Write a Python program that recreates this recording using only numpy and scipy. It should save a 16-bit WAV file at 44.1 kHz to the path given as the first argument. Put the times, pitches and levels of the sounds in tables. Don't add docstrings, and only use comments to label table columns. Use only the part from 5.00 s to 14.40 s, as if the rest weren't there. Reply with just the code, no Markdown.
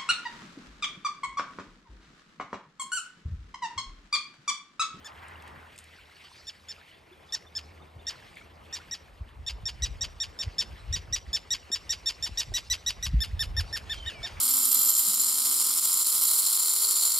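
import sys
import numpy as np
from scipy import signal
from scipy.fft import rfft, irfft
from scipy.io import wavfile
from scipy.ndimage import uniform_filter1d

SR = 44100
rng = np.random.default_rng(int(sys.argv[2]) if len(sys.argv) > 2 else 0)


def inscribe(sig):
    pcm = np.round(np.clip(np.atleast_2d(sig).T, -1, 1) * 32767)
    wavfile.write(sys.argv[1], SR, pcm.astype(np.int16))


N = 414540
TIME = np.arange(N) / SR

# f/Hz, correlation/0-1
LIKENESS = [(60, 0.8), (140, 0.86), (300, 0.62), (700, 0.26), (1400, 0), (2200, 0.8), (3500, 0.95),
            (7000, 1), (12000, 0.95), (15000, 0.8)]
# crest t/s, length/s, splash/dB, foam/dB
WAVELETS = [(0.31, 0.23, -57.5, -71), (0.864, 0.27, -59.5, -66), (1.3, 0.17, -59.5, -57),
            (1.753, 0.1, -59, -81), (2.33, 0.087, -77, -64), (2.62, 0.074, -62.5, -64),
            (3.117, .05, -55, -57.5), (3.277, 0.11, -60.5, -61.5), (3.377, 0.015, -51, -70),
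            (3.775, 0.12, -56.5, -64), (4.85, .25, -62.5, -63.5), (5.393, 0.22, -66.5, -65),
            (5.68, 0.33, -59.5, -63), (6.398, 0.75, -70, -67), (6.922, 0.35, -60.5, -60),
            (7.287, 0.18, -59, -59), (7.61, 0.18, -63.5, -58.5), (8.132, 0.37, -59.5, -62),
            (8.657, 0.086, -61, -57.5), (8.997, 0.2, -57, -55), (9.298, 0.091, -54.5, -57)]
# t/s, level/dB
SWELL = [(0, -66), (.15, -62.5), (.55, -59), (.85, -68.5), (1.9, -67.5), (2.5, -63), (3.65, -61.5),
         (4.1, -64.5), (5.5, -60), (6.9, -63), (8.15, -63.5), (8.7, -59), (9.4, -58.5)]
BREAKERS = [(0, -63.5), (.1, -49.5), (.3, -49.5), (.5, -50), (.68, -59), (.8, -75), (1.2, -72), (8.9, -95),
            (9.15, -66), (9.4, -54.5)]
# f/Hz, level/dB
WASH_COLOUR = [(15, -30), (45, 1), (130, 3), (250, -1), (450, 0.5), (700, -0.5), (1100, -1.5), (1600, -9),
               (2500, -20), (5000, -44)]
TUMBLE_COLOUR = [(300, -34), (600, -10.5), (850, 3), (1250, -0.5), (1550, -3), (2000, -2), (2800, -24),
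                 (5000, -49)]
SPLASH_COLOUR = [(600, -25), (1300, -4), (2000, 3), (3000, 0.5), (4500, -10.5), (6000, -20), (10000, -18)]
FOAM_COLOUR = [(2500, -3.5), (4500, 13), (5500, 7.5), (6500, 2), (8500, -1), (11500, -7.5), (12800, -45),
               (15500, -40)]
SLAP_COLOUR = [(60, -4), (180, -2), (500, -8), (900, -15), (2500, -48)]
HISS_COLOUR = [(2000, -4), (4500, 0), (6500, -1), (9000, 0), (12000, 3), (13500, -22), (15500, -22)]
# t/s, f/Hz, level/dB, decay/s
PLOPS = [(0.356, 2730, -40, 0.0037), (.985, 1460, -49, 0.0089), (1.913, 2900, -45, 0.0053),
         (2.113, 350, -46.5, 0.019), (2.71, 2140, -50, 0.0075), (2.803, 1170, -51, .008),
         (3.41, 2160, -45, 0.012), (3.8, 1390, -44, .008), (6.629, 2690, -45, 0.0037),
         (9.15, 636, -45, 0.01), (9.235, 660, -39.5, 0.011)]
# t/s, level/dB, decay/s
SLAPS = [(6.702, -39.5, 0.0049), (7.292, -45.5, 0.0069), (7.52, -42, 0.008)]
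# t/s, level/dB
DRONE = [(0, -67), (.1, -71.5), (.26, -55.5), (.8, -66), (1.2, -78), (1.7, -66.5), (1.98, -81.5),
         (2.7, -59), (3.3, -71.5), (3.65, -63), (4, -69)]
# t/s, note length/s, top f/Hz, level/dB, third harmonic over second/dB,
# rasp/dB, roughness/dB (the last two against the level)
KIPS = [(0.0455, 0.03, 1782, -46.5, -2, -6, -13), (1.469, 0.027, 1832, -38.5, 2, -11.5, -17),
        (1.6852, 0.032, 1805, -39, 6, -16, -21), (2.3235, 0.029, 1881, -30, 8.5, -14, -12),
        (2.552, .028, 1788, -33, 10.5, -8.5, -25), (3.0677, .028, 1882, -32, 7, -6.5, -12),
        (3.7265, 0.03, 1894, -35, 8.5, -3.5, -13), (3.9113, 0.03, 1920, -34, 10, -8, -24),
        (4.464, 0.026, 1855, -32.5, -0.5, -2.5, -16), (4.6551, .027, 1860, -30.5, 9.5, -3.5, -32),
        (4.8214, 0.03, 1964, -28, 2, -8.5, -15), (5.0092, .027, 1914, -29.5, 7.5, -4, -14),
        (5.2007, .032, 1873, -28.5, 2, -9.5, -22), (5.3891, .032, 1856, -31.5, 6.5, -3, -20),
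        (5.5826, .029, 1832, -26, 5.5, -7.5, -15.5), (5.9268, 0.029, 1930, -28.5, 8, -5.5, -33),
        (6.126, .028, 1954, -27.5, 8.5, -5.5, -20), (6.3302, 0.034, 1816, -27.5, 3.5, -12, -16),
        (6.5052, 0.033, 1922, -27, 3.5, -7, -18), (6.7167, 0.033, 1876, -27.5, 8, -6.5, -24),
        (6.8935, 0.032, 1906, -27, 6, -6.5, -13), (7.059, 0.033, 1848, -27, 5.5, -6.5, -16),
        (7.2253, .033, 1855, -28, 7, -7, -17), (7.3739, .033, 1918, -27, 3.5, -7, -8),
        (7.539, 0.035, 1966, -27, 1.5, -6.5, -9), (7.7, .032, 1990, -26, 1.5, -6.5, -13),
        (7.8627, 0.032, 1938, -27, 2, -6, -16), (8.0263, 0.031, 1960, -29.5, 3, -3.5, -15),
        (8.2045, .032, 1809, -29, 2, -8.5, -24), (8.393, 0.034, 1830, -28.5, -1, -9, -21),
        (8.566, .032, 1849, -30, 7.5, -5.5, -21), (8.7273, .033, 1843, -31, 12, -2.5, -31),
        (8.896, 0.036, 1815, -32, -14, -9, -17), (9.0607, 0.034, 1870, -35, -19, -10.5, -24),
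        (9.2296, 0.033, 1838, -35, -3.5, -4, -18)]
# t/note lengths, pitch/top pitch, level/dB
KIP_ARCH = [(0, .945, -2), (.2, .965, -1.5), (.4, .993, .5), (.6, 1, 1), (.8, .988, .3), (.92, .96, -.3),
            (1.02, .915, -1.5), (1.15, .82, -8), (1.38, .73, -15), (1.7, .6, -36)]
UPPER_HARMONICS_DB = [-14.5, -7.5, -11.5, -28]
# t/s, fundamental/dB, fourth harmonic/dB, extra treble/dB
VOICE_COLOUR = [(0, 1, -3, -6), (1.5, -14, -11, -7), (3.9, -12.5, -13, -4), (4.8, -19, -13, -8),
                (6.7, -18.5, -10.5, -4.5), (7.95, -18.5, -14, 3.5), (8.25, -9, -17.5, 12),
                (8.7, -2, -19, 9), (9.25, -6, -16, -4)]
# f/Hz, width/Hz, level/dB
THROAT = [(944, 150, -7.5), (2900, 634, 7), (4880, 237, 11), (5550, 390, -0.5), (6750, 760, -2.5),
          (10830, 790, -5)]
# t/s, level/dB, decay/s
SNAPS = [(0.283, -50.5, 0.0033), (0.424, -46.5, .001), (0.478, -50, .003), (.761, -54, 0.0054),
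         (.779, -41, .002), (.787, -39.5, 0.0038), (.796, -56, 0.019), (0.841, -45.5, .002),
         (3.356, -53, 0.0018), (3.385, -62, 0.0015)]
# f/Hz, level/dB
SNAP_COLOUR = [(1000, -26), (3000, 5), (5500, -5), (8500, 7), (11500, 0), (14000, -35)]
# t/s, top f/Hz, level/dB
FAR_KIPS = [(1.94, 1775, -69), (2.122, 1740, -66), (2.225, 1750, -71), (2.29, 1810, -62),
            (2.465, 1810, -64), (2.815, 1830, -68.5), (2.99, 1810, -67)]
# t/s, level/dB
WIND = [(0, -71), (2, -74), (3.95, -61), (4.4, -45), (4.9, -38.5), (5.25, -51.5), (5.65, -50.5),
        (5.95, -41), (6.65, -53), (7.25, -49.5), (7.48, -39.5), (7.78, -54), (8.12, -38.5), (8.6, -38),
        (8.8, -44), (9.4, -45.5)]
# f/Hz, level/dB
RUMBLE_COLOUR = [(8, -65), (20, -32), (32, -9), (48, 9.5), (70, 0), (100, -11.5), (160, -17), (250, -34),
                 (500, -61), (1500, -85)]
# t/s, level/dB, width/s, f/Hz
BUFFETS = [(2.97, -43, 0.0095, 79.3), (4.211, -30, 0.008, 60.1), (4.397, -38, 0.0082, 59.6),
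           (4.529, -34, 0.015, 64.3), (4.827, -24.5, 0.0094, 59), (5.473, -23, 0.0057, 71.5),
           (5.937, -33, .0095, 61.5), (6.292, -35, 0.013, 60.4), (8.089, -25.5, 0.017, 61.2),
           (8.141, -24.5, .0045, 151), (8.151, -20, 0.027, 54.4), (8.34, -29, .009, 78.2),
           (8.579, -28.5, 0.035, 70)]
# t/s, f/Hz, level/dB
WHISTLES = [(8.86, 3290, -66), (8.92, 3260, -48), (9.05, 3067, -45.5), (9.1, 2910, -40.5),
            (9.135, 2533, -51), (9.17, 2320, -46.5), (9.24, 2195, -50), (9.32, 2480, -66), (9.4, 2170, -51)]
# f/Hz, gain/dB
MIC_RESPONSE = [(100, 2), (12200, 0), (13200, -14), (14200, -14), (15700, -17)]
# f/Hz, lead/rad
STEREO_PHASE = [(0, 0), (1900, 0), (3200, .7), (5000, .55), (6400, .05), (7800, .35), (8700, 0),
                (10200, -3.1), (11900, -6.2), (12500, -6.4), (13500, -9.4), (16000, -12.5)]


def amp(db):
    return 10 ** (np.asarray(db) / 20)


def unit(x):
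    return x / np.sqrt(np.mean(x ** 2) + 1e-20)


def follow(rows, t):
    axis, *columns = np.transpose(rows)
    return [np.interp(t, axis, column) for column in columns]


def at_hz(points, hz):
    f, value = np.transpose(points)
    return np.interp(np.log(hz + 1), np.log(f + 1), value)


def add(mix, s, sound):
    part = mix[max(round(s * SR), 0):][:len(sound)]
    part += sound[:len(part)]


def coloured(colour, size, shift=1):
    hz = np.fft.rfftfreq(size, 1 / SR)
    return unit(irfft(rfft(rng.standard_normal(size)) * amp(at_hz(colour, hz / shift)), size))


def wander(size, hz):
    f = np.fft.rfftfreq(size, 1 / SR)
    return unit(irfft(rfft(rng.standard_normal(size)) * (f > 0) / (1 + (f / hz) ** 4), size))


def stereo_noise(colour, patchy_db, flicker_db):
    frames, hz = N // 256 + 6, np.fft.rfftfreq(1024, 1 / SR)
    a, b, c, d, patches = rng.standard_normal((5, frames, len(hz)))
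    patches = unit(uniform_filter1d(uniform_filter1d(patches, size=7, axis=0), size=12, axis=1))
    flicker = unit(uniform_filter1d(rng.standard_normal((frames, 1)), size=5, axis=0))
    likeness = at_hz(LIKENESS, hz)
    left = a + 1j * b
    right = likeness * left + np.sqrt(1 - likeness ** 2) * (c + 1j * d)
    spectra = np.array([left, right]) * amp(at_hz(colour, hz) + patchy_db * patches + flicker_db * flicker)
    return unit(signal.istft(spectra.transpose(0, 2, 1), nperseg=1024, noverlap=768)[1][:, :N])


def bursts(rows, colour):
    out, t = np.zeros(N), np.arange(SR // 10) / SR
    for s, db, decay in rows:
        add(out, s, amp(db) * coloured(colour, len(t)) * np.exp(-t / decay))
    return out


def wavelets(calm_splash_db=-64, calm_foam_db=-76, rise=0.93, foam_lag_s=0.022):
    splash, foam = amp(calm_splash_db) ** 2, amp(calm_foam_db) ** 2
    for crest_s, length, splash_db, foam_db in WAVELETS:
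        age = (TIME - crest_s) / length
        building, draining = (age / rise) ** 2, np.hypot(age, .5) - .5
        power = np.exp(-1.2 * np.minimum(np.where(age < 0, building, draining), 20))
        splash += amp(splash_db) ** 2 * power
        foam += amp(foam_db) ** 2 * power
    return np.sqrt(splash), np.interp(TIME - foam_lag_s, TIME, np.sqrt(foam))


def bubble(hz, decay, rise=0.049):
    age = np.arange(int(5 * decay * SR)) / SR / decay
    phase = 2 * np.pi * np.cumsum(hz * (1 + rise * age)) / SR
    return np.sin(phase) * np.exp(-age) * (1 - np.exp(-6 * age))


def lapping(per_s=190, spread_db=3.5, decay_cycles=3.9, pitches=30):
    out = np.zeros((2, N))
    count = int(per_s * N / SR / pitches)
    for hz in np.geomspace(700, 5500, pitches):
        starts = rng.integers(0, N, 200)[:count]
        clicks = np.zeros(N)
        clicks[starts] = amp(spread_db * np.minimum(rng.exponential(1, 200), 4))[:count]
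        ring = signal.oaconvolve(clicks, bubble(hz, decay_cycles / hz, rise=0.029))[:N]
        out += amp(1.1 * rng.standard_normal((2, 1)) + at_hz(SPLASH_COLOUR, hz) / 2) * ring
    return unit(out)


def sea():
    splashing, foaming = wavelets()
    breaking, swell = amp(follow(BREAKERS, TIME)[0]), amp(follow(SWELL, TIME)[0] + 5)
    tumble = breaking * stereo_noise(TUMBLE_COLOUR, patchy_db=2.5, flicker_db=-2)
    wash = swell * stereo_noise(WASH_COLOUR, patchy_db=1.8, flicker_db=.9)
    wash *= amp([[.5], [-.5]])
    splash = splashing * stereo_noise(SPLASH_COLOUR, patchy_db=2.5, flicker_db=2)
    foam = amp(-2) * foaming * stereo_noise(FOAM_COLOUR, patchy_db=4, flicker_db=1.8)
    hiss = amp(-75.5) * stereo_noise(HISS_COLOUR, patchy_db=-1, flicker_db=2.5)
    bubbles = amp(-5.5) * splashing * lapping()
    plops = np.zeros(N)
    for s, hz, db, decay in PLOPS:
        add(plops, s, amp(db) * bubble(hz, decay))
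    return wash + tumble + splash + foam + hiss + bubbles + plops + bursts(SLAPS, SLAP_COLOUR)


def drone(hz=80, width_hz=7):
    phase = 2 * np.pi * hz * TIME
    waver = np.cos(phase) * (1 + .5 * wander(N, width_hz)) + 1.2 * np.sin(phase) * wander(N, width_hz)
    return amp(follow(DRONE, TIME)[0] + 4.5) * unit(waver)


def note(length, top_hz, harmonics_db, rough_db, treble_db=0, catch=0):
    attack_s, catch_s, catch_width_s, shimmer_db = 0.00077, 0.0056, 0.0018, 2.26
    size = int(2 * length * SR)
    t = np.arange(size) / SR
    arch, level_db = follow(KIP_ARCH, t / length)
    breaking = np.clip((t / length - .95) * 4, 0, 1)
    sag = catch * np.exp(-((t - catch_s) / catch_width_s) ** 2)
    hz = top_hz * arch * (1 - .054 * sag + .0019 * wander(size, 210) + .033 * breaking * wander(size, 760))
    slip = (.22 * amp(rough_db) + .07 * breaking) * wander(size, 900)
    phase = 2 * np.pi * np.cumsum(hz) / SR + slip
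    upper_db = harmonics_db[3] + treble_db * np.array([0, 1, 1, 1]) + UPPER_HARMONICS_DB
    stack = sum(amp(db + shimmer_db * wander(size, 58)) * np.cos(k * phase + k ** 2)
                for k, db in enumerate([*harmonics_db, *upper_db], 1))
    rough = amp(rough_db) * np.clip(t / length * 1.24, 0, 1) ** 2 + 0.19 * breaking
    alternation = 1.47 * rough * np.cos(phase / 2 + wander(size, 250))
    grain = (0.0085 + 0.27 * rough) * wander(size, 1700)
    ragged = amp(breaking * (4 * wander(size, 260) - 1.5))
    envelope = amp(level_db - 2 * sag) * np.minimum(t / attack_s, 1)
    return np.sqrt(2) * stack * (1 + alternation + grain) * ragged * envelope


def rasp(length, treble_db, sweep_hz=1150, end_hz=130, slowing_s=.012, jitter=.3, fall_db_per_s=800):
    t = np.arange(2200) / SR
    rate = (end_hz + sweep_hz * np.exp(-t / slowing_s)) * np.exp(jitter * wander(len(t), 600))
    beats = np.diff(np.floor(np.cumsum(rate) / SR), prepend=0)
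    pulses = beats * amp(2.3 * rng.standard_normal(len(t))) / np.sqrt(rate / sweep_hz)
    drive = pulses + .05 * rng.standard_normal(len(t))
    ring = np.zeros(len(t))
    for k, (hz, width, db) in enumerate(THROAT):
        lift_db = treble_db / 2 * (k == len(THROAT) - 1)
        resonance = width * np.exp(-np.pi * width * t) * np.sin(2 * np.pi * hz * t)
        ring += (-1) ** k * amp(db + lift_db) * resonance
    fades = np.minimum(t / .009, 1) * np.minimum((t[-1] - t) / .012, 1)
    decay = amp(-fall_db_per_s * np.maximum(t - .012, 0))
    sound = signal.fftconvolve(drive, ring)[:len(t)] * fades * decay
    return sound / np.std(sound[:int(length * SR)])


def near_tern(usual_hz=1929, fundamental_db_per_hz=0.0416, hurried_s=0.17, rested_s=0.21):
    notes, rasps = np.zeros((2, N))
    previous_s = -np.inf
    for s, length, top_hz, db, third_db, rasp_db, rough_db in KIPS:
        first_db, fourth_db, treble_db = follow(VOICE_COLOUR, s)
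        first_db += fundamental_db_per_hz * (top_hz - usual_hz)
        second_db = -10 * np.log10(1 + amp(third_db) ** 2)
        harmonics_db = db + np.array([first_db, second_db, second_db + third_db, fourth_db])
        rested = np.clip((s - previous_s - hurried_s) / (rested_s - hurried_s), 0, 1)
        add(notes, s, note(length, top_hz, harmonics_db, rough_db, treble_db, catch=0.72 * rested))
        add(rasps, s + length, amp(db + rasp_db) * rasp(length, treble_db))
        previous_s = s
    return amp(-0.92) * notes + amp(-4.5) * rasps


def grass():
    return bursts(SNAPS, SNAP_COLOUR)


def far_terns():
    out = np.zeros(N)
    for s, top_hz, db in FAR_KIPS:
        add(out, s, note(0.021, top_hz, db + np.array([-22, 1.5, -25, -25]), rough_db=-27))
    return out


def wind(eddy_db=2.5, eddy_hz=7.9):
    level = amp(follow(WIND, TIME)[0] + eddy_db * wander(N, eddy_hz))
    buffets = np.zeros(N)
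    t = np.arange(-SR // 8, SR // 8) / SR
    for s, db, width, hz in BUFFETS:
        phase = 2 * np.pi * (np.cumsum(hz * np.exp(0.249 * wander(len(t), 97))) / SR + rng.random())
        swing = np.sin(phase) + 0.16 * coloured(RUMBLE_COLOUR, len(t), shift=hz / 50)
        add(buffets, s + t[0], amp(db) * swing * np.exp(-(t / width) ** 2 / 2))
    return level * stereo_noise(RUMBLE_COLOUR, patchy_db=3, flicker_db=-1.5) + buffets


def far_bird(throb_hz=38, throb_end_s=9.13, throb_fade_s=0.073):
    hz, db = follow(WHISTLES, TIME)
    throb = np.clip((throb_end_s - TIME) / throb_fade_s, 0, 1) * np.sin(2 * np.pi * throb_hz * TIME)
    phase = 2 * np.pi * np.cumsum(hz * (1 + 0.005 * wander(N, 80))) / SR
    return amp(db - 1.5) * (1 + throb) * np.sin(phase) * (TIME > WHISTLES[0][0])


def shore_scatter(sound, t60_s=0.32, bank_s=0.074, bank_width_s=.03, bank_gain=0.68):
    t = np.arange(SR // 2) / SR
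    taps = rng.standard_normal((3, len(t))) * (rng.random((3, len(t))) < .05)
    bank = 1 + bank_gain * np.exp(-((t - bank_s) / bank_width_s) ** 2)
    taps = (taps[:2] * 0.25 + taps[2]) * amp(-60 * t / t60_s) * bank
    return signal.fftconvolve(sound[None], taps / np.linalg.norm(taps[0]), axes=1)[:, :N]


def scene():
    tern, whistles, flock = near_tern(), far_bird(), far_terns()
    scatter = shore_scatter(amp(-23.5) * tern + amp(-7) * whistles + amp(-8) * flock)
    return tern + whistles + amp(2.5) * flock + scatter + sea() + drone() + wind() + grass()


def record(dry, low_cut_hz=39, high_cut_hz=15700):
    filtered = signal.sosfilt(signal.butter(6, low_cut_hz, "highpass", fs=SR, output="sos"), dry)
    hz = np.fft.rfftfreq(N, 1 / SR)
    lead = follow(STEREO_PHASE, hz)[0]
    response = amp(at_hz(MIC_RESPONSE, hz)) * np.exp(.5j * np.array([lead, -lead]))
    shifted = irfft(rfft(filtered) * response, N)
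    high_cut = signal.firwin(511, high_cut_hz, window=("kaiser", 9), fs=SR)
    return signal.oaconvolve(shifted, high_cut[None], "same")


dry = scene()
out = record(dry)
inscribe(out)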